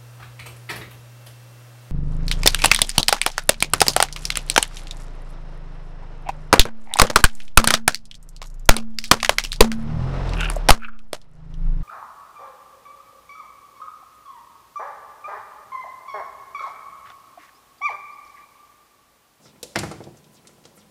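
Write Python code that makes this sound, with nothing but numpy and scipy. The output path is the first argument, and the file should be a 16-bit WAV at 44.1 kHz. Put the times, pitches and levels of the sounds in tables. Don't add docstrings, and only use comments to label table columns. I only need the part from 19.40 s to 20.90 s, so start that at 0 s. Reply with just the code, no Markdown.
import sys
import numpy as np
from scipy import signal
from scipy.io import wavfile

SR = 44100
rng = np.random.default_rng(int(sys.argv[2]) if len(sys.argv) > 2 else 0)


def wav_record(signal):
    frames = np.transpose(np.atleast_2d(signal))
    bounded = np.clip(frames, -1, 1)
    quanta = np.round(bounded * 32767).astype(np.int16)
    wavfile.write(sys.argv[1], SR, quanta)


N = 66150
TIME = np.arange(N) / SR
EDGES_HZ = np.geomspace(22, 18000, 25)
CENTRES_HZ = np.sqrt(EDGES_HZ[1:] * EDGES_HZ[:-1])
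BANDS = [signal.butter(3, edges, "band", fs=SR, output="sos") for edges in zip(EDGES_HZ, EDGES_HZ[1:])]


def from_db(db):
    return 10 ** (np.asarray(db) / 20)


def at_hz(table, hz):
    frequencies, *columns = np.transpose(table)
    return [np.interp(np.log(hz), np.log(frequencies), column) for column in columns]


def delayed(x, s):
    return np.concatenate([np.zeros(int(s * SR)), x])[:N]


def decay(t60):
    return np.exp(-np.minimum(np.log(1000) * TIME / t60, 40))


def swell(s, half_s):
    return np.exp(-.5 * np.minimum(((TIME - s) / half_s) ** 2, 60))


def band_noises():
    white = rng.standard_normal((3, N + SR // 4))
    return [signal.sosfilt(sos, white[k % len(white)])[-N:] for k, sos in enumerate(BANDS)]


def shaped_noise(gain_at):
    return sum(band * gain_at(hz) for band, hz in zip(band_noises(), CENTRES_HZ))


def mode(hz, db, t60):
    return from_db(db) * decay(t60) * np.sin(2 * np.pi * hz * TIME)


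def alternating_modes(table):
    return sum((-1) ** k * mode(*row) for k, row in enumerate(table))


def dense_ring(table):
    def envelope(hz):
        db, t60 = at_hz(table, hz)
        return from_db(db) * decay(t60)
    return shaped_noise(envelope)


def strike(response, s, db, bright_hz):
    lowpass = signal.butter(3, bright_hz, fs=SR, output="sos")
    return from_db(db) * delayed(signal.sosfilt(lowpass, response), s)


# (frequency [Hz], level [dB])
AIR_SPECTRUM = [(25, -26.5), (60, -47.5), (100, -47), (140, -37.5), (220, -42), (450, -44.5), (900, -49.5),
                (1600, -56), (3500, -58.5), (7000, -60.5), (11000, -61), (15500, -67.5)]
# (frequency [Hz], level [dB])
HUM_TONES = [(212, -62), (1006, -69)]
def background():
    hum = sum(from_db(db) * np.sin(2 * np.pi * (hz * TIME + rng.random())) for hz, db in HUM_TONES)
    return hum + shaped_noise(lambda hz: from_db(at_hz(AIR_SPECTRUM, hz)[0]))


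# (frequency [Hz], level relative to the direct sound [dB], T60 [s])
REVERBERATION = [(99, -0.5, 0.26), (384, -9, 0.35), (1200, -8, 0.44), (3000, -9.5, 0.67),
                 (7400, -8.5, 0.57), (15200, -12.5, 0.43)]
def room(direct, delay_s=.006):
    tail = 0
    for sos, hz, noise in zip(BANDS, CENTRES_HZ, band_noises()):
        db, t60 = at_hz(REVERBERATION, hz)
        retained = from_db(-60 / (t60 * SR)) ** 2
        power = signal.sosfilt(sos, direct + 1e-18) ** 2
        energy = signal.lfilter([1 - retained], [1, -retained], power)
        tail = tail + from_db(db) * np.sqrt(energy) * noise / noise.std()
    return delayed(tail, delay_s)


# (mid time [s], half length [s], relative level [dB], pitch [Hz], glide [octaves/s])
PAW_SLIDES = [(0.071, 0.031, -53, 4670, -9), (0.779, 0.01, -58, 6500, 3), (0.965, 0.024, -55.5, 5160, -31),
              (1.396, 0.026, -56, 5600, -30)]
def brushes(width_octaves=.45, grain_depth=.3):
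    def envelope(hz):
        total = 0
        for s, half_s, db, pitch_hz, glide in PAW_SLIDES:
            detuning = (np.log2(hz / pitch_hz) - glide * (TIME - s)) / width_octaves
            total = total + 2 * from_db(db) * swell(s, half_s) * np.exp(-.5 * detuning ** 2)
        return total
    grain = np.interp(TIME, TIME[::64], rng.standard_normal(len(TIME[::64])))
    return shaped_noise(envelope) * np.exp(grain_depth * grain)


def squeak(s=1.363, half_s=.004, hz=13800, db=-61):
    return from_db(db) * swell(s, half_s) * np.sin(2 * np.pi * hz * TIME)


# (frequency [Hz], level [dB], T60 [s])
SNAP_MODES = [(5160, -20.5, 0.0013), (11200, -14.5, 0.001)]
# (frequency [Hz], level [dB], T60 [s])
CLICK_SPECTRUM = [(60, -64, .08), (153, -60, .06), (345, -30, 0.081), (910, -33, 0.065), (1700, -31, 0.036),
                  (2850, -22.5, 0.058), (4700, -18, 0.052), (9200, -19.5, 0.046), (14100, -35.5, 0.025)]
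# (frequency [Hz], level [dB], T60 [s])
GLASS_MODES = [(345, -16, 0.054), (481.5, -7, 0.085), (497, -8.5, 0.13), (540, -14, 0.087),
               (650, -17.5, 0.1), (874, -22, 0.091)]
# (time [s], level [dB], brightness [Hz], pane level [dB])
CLICK_EVENTS = [(0.2295, -4, 14000, -30), (0.3886, -1.5, 12900, -67), (0.3915, -4.5, 10100, -68),
                (0.435, -12.5, 13400, -58), (0.5145, -14.5, 10500, -30), (0.639, -20.5, 7050, -45),
                (0.842, -25.5, 5500, -80), (1.072, -18, 10300, -79), (1.240, -25, 4970, -69),
                (1.2529, -17, 7400, -45)]
def clicks(pane_lag_s=.00206):
    snap = sum(mode(*row) for row in SNAP_MODES)
    pane = sum(mode(*row) for row in GLASS_MODES)
    total = 0
    for s, db, bright_hz, pane_db in CLICK_EVENTS:
        click = strike(snap + dense_ring(CLICK_SPECTRUM), s, db, bright_hz)
        total = total + click + from_db(pane_db) * delayed(pane, s + pane_lag_s)
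    return total


# (frequency [Hz], level [dB], T60 [s])
BOOM_MODES = [(66.6, -41, 0.64), (79.6, -39.5, 0.75), (106.6, -34, 0.78), (148.3, -33.5, 1.17),
              (200.3, -31, 0.62)]
# (frequency [Hz], level [dB], T60 [s])
RUMBLE_SPECTRUM = [(30, -44, .45), (70, -30, .5), (120, -27, .5), (256, -38, 0.52), (614, -72, .3)]
def door(start_s=.3635):
    return delayed(alternating_modes(BOOM_MODES) + dense_ring(RUMBLE_SPECTRUM), start_s)


# (frequency [Hz], level [dB], T60 [s])
FRAME_MODES = [(314.7, -31, 0.18), (346.8, -30.5, 0.2), (442, -37.5, 0.36), (503, -35, 0.15),
               (742, -36.5, 0.16), (877, -39, 0.15), (1200, -56, 0.087), (1350, -31.5, 0.14),
               (1678, -36, 0.1), (1940, -34.5, 0.1), (2088, -26.5, 0.086), (2203, -23.5, 0.094)]
# (frequency [Hz], level [dB], T60 [s])
CONTACT_MODES = [(1850, -5, 0.0022), (404, -23.5, 0.018)]
# (frequency [Hz], level [dB], T60 [s])
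RATTLE_SPECTRUM = [(25, -59, .1), (59, -22, 0.19), (139, -4.5, 0.069), (286, -12.5, 0.051),
                   (630, -8.5, 0.096), (1190, -13.5, 0.075), (2170, -9.5, 0.04), (2870, -24, 0.16),
                   (4860, -14.5, 0.047), (9900, -22.5, 0.025), (15000, -12, .03)]
def mirror_response():
    contact = sum(mode(*row) for row in CONTACT_MODES)
    return alternating_modes(FRAME_MODES) - contact + dense_ring(RATTLE_SPECTRUM)


# (time [s], level [dB], brightness [Hz])
PAW_LANDINGS = [(0.057, -28, 1800), (0.158, -36, 2520), (0.745, -38, 1820), (1.05, -32.5, 2260),
                (1.092, -29.5, 1480), (1.182, -33.5, 1100), (1.2535, -27, 1440), (1.376, -31, 2150)]
def pats():
    response = mirror_response()
    return sum(strike(response, *row) for row in PAW_LANDINGS)


# (time [s], level [dB], brightness [Hz])
MIRROR_IMPACTS = [(0.3544, -19, 6000), (0.3587, -0.5, 8700), (0.362, -4, 2920), (0.3687, -11.5, 533),
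                  (0.4336, -4, 1390), (0.444, -16, 910), (0.513, -7.5, 1140), (0.5433, -16, 294),
                  (0.6051, -11, 900), (0.6694, -13.5, 675), (0.703, -26.5, 393)]
def knocks():
    return sum(strike(mirror_response(), *row) for row in MIRROR_IMPACTS)


def scene():
    impacts = knocks() + pats() + clicks()
    return (impacts + room(impacts) + door() + brushes() + squeak() + background())[None]


def record(dry, low_cut_hz=57.4, high_cut_hz=15800):
    highpass = signal.butter(4, low_cut_hz, "high", fs=SR, output="sos")
    lowpass = signal.ellip(10, .1, 80, high_cut_hz, fs=SR, output="sos")
    return signal.sosfilt(lowpass, signal.sosfilt(highpass, dry))


dry = scene()
out = record(dry)
wav_record(out)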